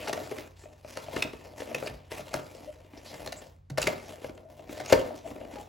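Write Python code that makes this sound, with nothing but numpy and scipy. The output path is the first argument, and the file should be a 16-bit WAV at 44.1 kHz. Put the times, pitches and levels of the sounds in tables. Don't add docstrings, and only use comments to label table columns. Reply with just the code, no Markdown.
import sys
import numpy as np
from scipy import signal
from scipy.fft import rfft, irfft, next_fast_len
from scipy.io import wavfile

SR = 44100
rng = np.random.default_rng(int(sys.argv[2]) if len(sys.argv) > 2 else 0)


def inscribe(sig):
    pcm = np.round(np.clip(np.atleast_2d(sig).T, -1, 1) * 32767)
    wavfile.write(sys.argv[1], SR, pcm.astype(np.int16))


N = 250488
T = np.arange(N) / SR


def from_db(db):
    return 10 ** (np.asarray(db) / 20)


def unit_rms(x):
    return x / np.sqrt(np.mean(x ** 2) + 1e-20)


def at_hz(curve, hz):
    freqs, values = np.transpose(curve)
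    return np.interp(np.log(hz + 1e-3), np.log(freqs), values)


def filtered(x, response):
    size = next_fast_len(x.shape[-1] + 4096)
    hz = np.arange(size // 2 + 1) * SR / size
    return irfft(rfft(x, size) * response(hz), size)[..., :x.shape[-1]]


def eq(x, curve):
    return filtered(x, lambda hz: from_db(at_hz(curve, hz)))


def unity_eq(x, curve):
    power = np.mean(from_db(at_hz(curve, np.linspace(0, SR / 2, 2000))) ** 2)
    return eq(x, curve) / np.sqrt(power)


def drift(rate_hz):
    knots = rng.standard_normal(4000)
    return unit_rms(np.interp(T * rate_hz, np.arange(len(knots)), knots))


def add(out, start_s, sound):
    start = max(int(start_s * SR), 0)
    out[start:start + len(sound)] += sound[:N - start]


def resonance(x, hz, width_hz):
    radius = np.exp(-np.pi * width_hz / SR)
    poles = [1, -2 * radius * np.cos(2 * np.pi * hz / SR), radius ** 2]
    return signal.lfilter(np.array([1, 0, -1]) * (1 - radius ** 2) / 2, poles, x + 1e-18)


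def ring(clicks, hz, t60_s):
    radius, angle = np.exp(-np.log(1000) / (t60_s * SR)), 2 * np.pi * hz / SR
    return signal.lfilter([0, np.sin(angle)], [1, -2 * radius * np.cos(angle), radius ** 2], clicks + 1e-18)


# freq_hz, gain_db
ROOM_TONE_EQ = [(20, -27.5), (33, -6), (48, 6), (75, 4.5), (140, -9.5), (200, -14), (600, -25.5),
                (1200, -33.5), (4000, -40.5), (16000, -57.5)]
# freq_hz, side_gain_db
ROOM_WIDTH = [(60, -19), (200, -8), (500, 2), (1200, 3), (2000, -4), (3500, -14), (7000, -6), (10000, -3)]
# pitch_hz, rms_db
HUM = [(59.5, -66.5), (91.3, -59.5), (143, -68), (183, -78)]


def room_tone():
    mid, side = eq(rng.standard_normal((2, N)), ROOM_TONE_EQ)
    side = eq(side, ROOM_WIDTH)
    hum = sum(from_db(db) * np.sqrt(2) * np.sin(2 * np.pi * hz * T + .5 * drift(4.7)) for hz, db in HUM)
    return from_db(-60.5) * unit_rms(np.array([mid + side, mid - side])) + hum


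# delay_ms, left_db, right_db
REFLECTIONS = [(4.3, -29, -24.5), (9.6, -24.5, -14), (11.7, -26.5, -20.5), (16.4, -14.5, -17)]
# freq_hz, gain_db
TAIL_EQ = [(60, 0), (150, 3), (230, 1.5), (400, 1), (650, -4), (1200, 2), (2500, -5), (5000, -4),
           (9000, -12.5), (16000, 0)]


def reverb(x, tail_db, low_t60_s, high_t60_s, build_s):
    t = T[:int(.8 * SR)]
    tail = np.zeros((2, len(t)))
    for band, t60_s in ("low", low_t60_s), ("high", high_t60_s):
        crossover = signal.butter(2, 2500, band, fs=SR, output="sos")
        tail += signal.sosfilt(crossover, rng.standard_normal(tail.shape)) * np.exp(-np.log(1000) * t / t60_s)
    tail *= 1 - np.exp(-(t / build_s) ** 2)
    mid, side = from_db(tail_db) * eq(tail / np.linalg.norm(tail[0]), TAIL_EQ)
    for delay_ms, left_db, right_db in REFLECTIONS:
        at = int(delay_ms * SR / 1000)
        mid[at] += (from_db(left_db) + from_db(right_db)) / 2
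        side[at] += (from_db(left_db) - from_db(right_db)) / 2
    side = eq(side, ROOM_WIDTH)
    return signal.fftconvolve(x[None], np.array([mid + side, mid - side]), axes=1)[:, :N]


# start_s, length_s, level_db, brightness_db
STROKES = [(-.03, .3, -43, -2.5), (0.291, .12, -49, 3.5), (0.553, .085, -65.5, 12), (0.67, .17, -64, 1),
           (0.835, 2.64, -57, -7), (0.854, 0.32, -52.5, 5), (1.11, 0.097, -40.5, -3),
           (1.25, 0.24, -53, -0.5), (1.559, 0.061, -45, 0.5), (1.655, .17, -45.5, -1),
           (1.831, 0.046, -43.5, -1.5), (2.099, 0.072, -43, 3.5), (2.23, 0.14, -56.5, 3.5),
           (2.324, 0.043, -43, -1), (2.439, 0.27, -56, 2.5), (2.932, 0.069, -56.5, -1.5),
           (3.04, 0.12, -53.5, 7.5), (3.184, 0.082, -47, 1.5), (3.334, 0.11, -60.5, 6.5),
           (3.697, 1.7, -57, -16), (3.787, 0.12, -42.5, 5), (3.95, 0.15, -63.5, 15),
           (4.068, 0.073, -47.5, -2), (4.186, 0.062, -48, -2), (4.482, 0.37, -56.5, -5),
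           (4.683, 0.19, -47.5, 0), (4.882, 0.079, -43.5, 7.5), (4.933, 0.16, -40, -21.5),
           (5.141, 0.033, -56.5, 11), (5.233, 0.076, -45, -7), (5.336, 0.17, -46, -16),
           (5.498, .11, -50.5, -0.5)]


def stroke_envelopes(attack_s=0.02, release_s=0.049):
    power = np.zeros((3, N))
    for start_s, length_s, db, bright_db in STROKES:
        swell = np.clip((T - start_s) / attack_s, 0, 1)
        fade = np.exp(-np.clip((T - start_s - length_s) / release_s, 0, 20))
        rasp_db = db - 8 + 0.64 * bright_db
        hiss_db = db - 11.5 + bright_db
        power += np.outer(from_db([db, rasp_db, hiss_db]), swell * fade) ** 2
    return np.sqrt(power + 1e-12)


def fibres(clicks_per_s, spread_db, clump_db, rush_db):
    sizes = from_db(spread_db * np.minimum(rng.exponential(1, N), 4)) * rng.choice([-1, 1], N)
    clicks = unit_rms(sizes * (rng.random(N) < clicks_per_s / SR))
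    rush = from_db(rush_db) * rng.standard_normal(N)
    return unit_rms((clicks + rush) * from_db(clump_db * drift(170)))


def moving_contact(x, depth_db, rate_hz):
    centres_hz = np.geomspace(800, 14000, 14)
    spectrum, hz = rfft(x), np.arange(N // 2 + 1) * SR / N
    bands = (irfft(spectrum * np.interp(hz, centres_hz, solo), N) for solo in np.eye(len(centres_hz)))
    return unit_rms(sum(band * from_db(depth_db * drift(rate_hz)) for band in bands))


# pitch_hz, width_hz, relative_db
FLAP_MODES = [(1067, 980, -1.5), (1790, 343, 3.5), (2140, 130, 2.5), (2835, 170, 1.5), (3900, 530, -9.5)]


def flap(x):
    def modes(drive):
        return sum((-1) ** k * from_db(db) * resonance(drive, hz, width_hz)
                   for k, (hz, width_hz, db) in enumerate(FLAP_MODES))
    return modes(x) / np.linalg.norm(modes(signal.unit_impulse(2048)))


# freq_hz, gain_db
RUB_EQ = [(30, -13.5), (60, -18.5), (130, 1), (200, -5), (300, 2.5), (430, -2.5), (620, 5), (800, -5.5),
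          (1100, -26.5), (2000, -40)]
# freq_hz, gain_db
RASP_EQ = [(500, -5), (900, 6), (1400, -4), (1900, 1), (2600, 2), (3400, -4.5), (4500, -19), (7000, -15.5)]
# freq_hz, gain_db
HISS_EQ = [(2500, -8), (4300, 2), (5500, 1), (7500, -3), (10000, -5), (12500, -8.5), (16000, -19.5)]


def sliding(envelopes, rub_db, rasp_db, flap_share):
    rub, rasp, hiss = envelopes
    grain = fibres(clicks_per_s=1200, spread_db=3.9, clump_db=2.4, rush_db=-2)
    slips = moving_contact(grain, depth_db=2.5, rate_hz=28)
    body = from_db(rub_db) * rub * unity_eq(slips, RUB_EQ)
    flap_ring = flap(np.roll(slips, SR // 500))
    board = np.sqrt(1 - flap_share) * unity_eq(slips, RASP_EQ) + np.sqrt(flap_share) * flap_ring
    edge = hiss * unity_eq(slips, HISS_EQ)
    return body + from_db(rasp_db) * rasp * board + edge


# start_s, length_s, pitch_hz, nominal_width_hz, relative_db
SQUEAKS = [(0, 0.048, 2630, 700, -49.5), (0.571, 0.1, 7400, 1400, -66), (1.858, 0.018, 4730, 500, -47.5),
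           (2.672, 0.037, 594, 30, -44), (2.968, 0.025, 5200, 900, -58), (3.05, 0.09, 4170, 2000, -54.5),
           (3.36, 0.047, 7500, 1000, -54.5), (4.444, 0.073, 650, 40, -55), (4.876, 0.034, 6650, 600, -47),
           (5.078, 0.05, 736, 49.7, -65), (5.242, 0.033, 634, 40, -42.5), (5.551, 0.075, 826, 40, -47.5)]


def squeaks(trim_db):
    out = np.zeros(N)
    for start_s, length_s, hz, width_hz, db in SQUEAKS:
        voice = rng.standard_normal(SR // 2)
        for _ in range(2):
            voice = resonance(voice, hz, 1.26 * width_hz)
        size = int(length_s * SR)
        add(out, start_s, from_db(db + trim_db) * unit_rms(voice[-size:] * signal.windows.tukey(size)))
    return out


TICK_MS, KICK_LAG_S = 3.5, 0.002438


def catches(envelopes, count, spread_db):
    when, edge, panel, strength = rng.random((count, 4)).T
    at = (when * (N - 1)).astype(int)
    rub_db, rasp_db, hiss_db = 20 * np.log10(envelopes[:, at]) + spread_db * (2 * strength - 1)
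    crack_db, treble_db, kick_db = rasp_db + 4, hiss_db + 2, rub_db + 9
    edge_hz = np.interp(edge, [0, 1], [1500, 4200])
    panel_hz = np.interp(panel, [0, 1], [336, 702])
    length_ms = np.full(count, TICK_MS)
    return list(zip(at / SR, length_ms, crack_db, treble_db, edge_hz, crack_db, kick_db, panel_hz))


def swing(out, start_s, peak_db, hz, swell_ms):
    t = T[:SR // 5]
    age = t * 1000 / swell_ms
    add(out, start_s, from_db(peak_db) * age * np.exp(1 - age) * np.sin(2 * np.pi * hz * t))


# start_s, peak_db, pitch_hz, swell_ms
THUMPS = [(1.168, -48.5, 170, 2.8), (1.24, -49.5, 135, 7), (1.905, -40.5, 137.7, 4.9), (1.915, -47, 60, 12),
          (2.2, -39.5, 156, 4.9), (2.347, -36, 145, 3.7), (3.709, -30, 145.4, 12), (3.79, -45, 52, 25),
          (3.858, -32.5, 166.7, 5.3), (4.928, -34.5, 149, 7.9), (4.932, -43, 50, 20)]


def thumps():
    out = np.zeros(N)
    for thump in THUMPS:
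        swing(out, *thump)
    return out


# start_s, relative_db, pitch_hz
TAPS = [(0.3153, -26.5, 425), (0.323, -28, 470), (0.6391, -40.5, 378), (0.6574, -38.5, 624),
        (0.848, -34.5, 605), (1.0848, -31, 660), (1.2487, -29, 298), (1.335, -31.5, 390),
        (1.6206, -28, 546), (1.7147, -31.5, 595), (1.827, -25, 537), (2.1942, -32, 650), (2.35, -29, 320),
        (2.9356, -38.5, 300), (3.8808, -20, 590), (4.2454, -25.5, 544), (4.2963, -32, 348),
        (4.595, -38, 640), (4.695, -30, 333), (4.9365, -10.5, 430), (4.977, -22, 575), (5.016, -31, 440),
        (5.1442, -36, 325), (5.2778, -37.5, 443), (5.3137, -34.5, 270), (5.3622, -35, 320),
        (5.4133, -36.5, 625), (5.4515, -35, 330), (5.536, -35.5, 300), (5.558, -32, 533),
        (5.5857, -36.5, 406)]


def taps(tick_db, treble_db, tick_hz):
    return [(start_s - KICK_LAG_S, TICK_MS, db + tick_db, db + treble_db, tick_hz, db + tick_db, db, hz)
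            for start_s, db, hz in TAPS]


# pitch_hz, relative_db, t60_s
BOX_MODES = [(146.9, -27.5, 0.47), (289, -30.5, 0.13), (362.6, -25, 0.081), (430, -15.5, 0.097),
             (624, -11.5, 0.095), (783, -14, 0.049), (920, -23.5, 0.077), (1154, -20.5, 0.019)]


def knocks(hits, panel_trim_db, box_trim_db, spread_db):
    kicks = [(start_s + KICK_LAG_S, db, hz) for start_s, *_, db, hz in hits if start_s + KICK_LAG_S < T[-1]]
    out = np.zeros(N)
    for start_s, db, hz in kicks:
        swing(out, start_s, db + panel_trim_db, hz, swell_ms=2.05)
    kick_s, kick_db, _ = np.transpose(kicks)
    strengths = from_db(spread_db * rng.standard_normal((len(kicks), len(BOX_MODES))))
    for (hz, mode_db, t60_s), strength in zip(BOX_MODES, strengths.T):
        clicks = np.zeros(N)
        clicks[(kick_s * SR).astype(int)] = from_db(kick_db + mode_db + box_trim_db) * strength
        out += ring(clicks, hz, t60_s)
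    return out


# freq_hz, gain_db
SPIT_EQ = [(2500, -14), (4300, 4), (5500, 3.5), (7500, -0.5), (10000, -2), (12500, -8), (16000, -10)]


def cracks(hits, crack_trim_db, treble_trim_db, edge_trim_db, rise_ms, fall_ms):
    ms = T[:SR // 25] * 1000
    crack, treble, edge = np.zeros((3, N))
    for start_s, length_ms, crack_db, treble_db, edge_hz, edge_db, *_ in hits:
        envelope = (1 - np.exp(-ms / rise_ms)) * np.exp(-np.maximum(ms - length_ms * 0.82, 0) / fall_ms)
        slips, spit, edge_drive = rng.standard_normal((3, len(ms))) * envelope
        edge_ring = resonance(edge_drive, edge_hz, width_hz=380)
        length_gain = np.sqrt(length_ms * SR / 1000)
        layers = (crack, slips, crack_db), (treble, spit, treble_db), (edge, edge_ring, edge_db)
        for track, burst, db in layers:
            add(track, start_s, from_db(db) * length_gain * burst / np.linalg.norm(burst))
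    return (from_db(crack_trim_db) * flap(crack)
            + from_db(treble_trim_db) * unity_eq(treble, SPIT_EQ)
            + from_db(edge_trim_db) * edge)


# start_s, length_ms, crack_db, treble_db, edge_hz, edge_db, kick_db, panel_hz
SNAPS = [(0.073, 6.6, -33, -51, 4730, -41, -31.5, 860), (0.081, 7.8, -37, -39.5, 2950, -44, -27, 447),
         (0.093, 3.9, -42, -40, 2540, -37, -22.5, 657), (0.1286, 6.3, -28, -34, 1210, -37.5, -29, 400),
         (0.174, 5.6, -46, -52, 2030, -44, -30.5, 630), (0.383, 3, -38, -44, 2370, -44, -33, 353),
         (0.971, 2.9, -31.5, -38.5, 4400, -43, -28, 542), (1.162, 8.4, -31, -47, 1340, -36.5, -21, 362),
         (1.204, 2.3, -42, -58, 2650, -42, -38, 354), (1.2226, 5.7, -28, -32, 2590, -19, -40, 400),
         (1.601, 6.4, -41.5, -56, 4550, -50, -33, 440), (1.7462, 4.5, -31.5, -36, 2500, -24.5, -24, 516),
         (1.871, 10.5, -40, -45, 2410, -36.5, -35, 390), (2.116, 4.6, -40, -45, 3630, -46.5, -29, 465),
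         (2.3400, 2, -28, -28.5, 1410, -28.5, -23, 612), (2.5482, 3.4, -55, -52, 2920, -50, -38, 536),
         (3.14, 4.9, -42.5, -49, 5600, -48, -38.5, 680), (3.261, 2.5, -40, -37, 3960, -44, -34, 564),
         (3.274, 1.9, -36, -38, 4130, -33, -33.5, 550), (3.322, 8.3, -38.5, -40, 3950, -45, -33, 670),
         (3.6991, 8.9, -47, -49.5, 5900, -53.5, -36, 299), (3.774, 4.2, -33.5, -42, 1907, -32.5, -32, 585),
         (3.78, 6.7, -27, -31, 1520, -31.5, -16.5, 596), (3.8163, 3.7, -31, -33.5, 7300, -26.5, -39, 500),
         (3.8253, 5.8, -38, -31.5, 2750, -28, -38, 500), (3.8700, 6.6, -26.5, -29, 2240, -21, -21.5, 396),
         (4.376, 2.9, -49.5, -59, 3120, -53, -59, 504), (4.8, 5, -40, -44.5, 1620, -38.5, -29, 720),
         (4.859, 4, -43, -40, 2700, -45, -43, 500), (4.897, 5.9, -40, -44, 6540, -50, -32, 815),
         (4.9233, 10, -20, -26.5, 3880, -34.5, -2.5, 542)]


def snaps(small_hits):
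    hits = SNAPS + small_hits
    attack = cracks(hits, crack_trim_db=-2.5, treble_trim_db=-.5, edge_trim_db=-2.5,
                    rise_ms=0.14, fall_ms=1.94)
    return attack + knocks(hits, panel_trim_db=-2.5, box_trim_db=-0.5, spread_db=3.5)


# freq_hz, left_minus_right_db
PAN = [(150, 0), (330, 1.5), (520, 7), (800, 6), (1200, .7), (2500, .2)]


def scene():
    envelopes = stroke_envelopes()
    box = sliding(envelopes, rub_db=-2, rasp_db=1, flap_share=0.018) + squeaks(trim_db=0.5)
    small_hits = taps(tick_db=-16, treble_db=-31, tick_hz=2350) + catches(envelopes, count=90, spread_db=3)
    box += snaps(small_hits) + thumps()
    direct = filtered(box, lambda hz: from_db(at_hz(PAN, hz) * np.array([[.5], [-.5]])))
    wet = reverb(box, tail_db=-7, low_t60_s=0.4, high_t60_s=0.39, build_s=0.0023)
    return direct + wet + room_tone()


# freq_hz, left_lead_rad
MIC_PHASE = [(150, 0), (520, .3), (1600, .4), (2300, 0), (7400, 0), (9200, -3.1), (11200, -6.3),
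             (13300, -9.4), (15500, -12.5)]


def record(dry):
    mics = filtered(dry, lambda hz: np.exp(1j * at_hz(MIC_PHASE, hz) * np.array([[.5], [-.5]])))
    low_cut = signal.butter(6, 36, "high", fs=SR, output="sos")
    high_cut = signal.ellip(10, .1, 80, 15900, fs=SR, output="sos")
    return signal.sosfilt(high_cut, signal.sosfilt(low_cut, mics))


dry = scene()
out = record(dry)
inscribe(out)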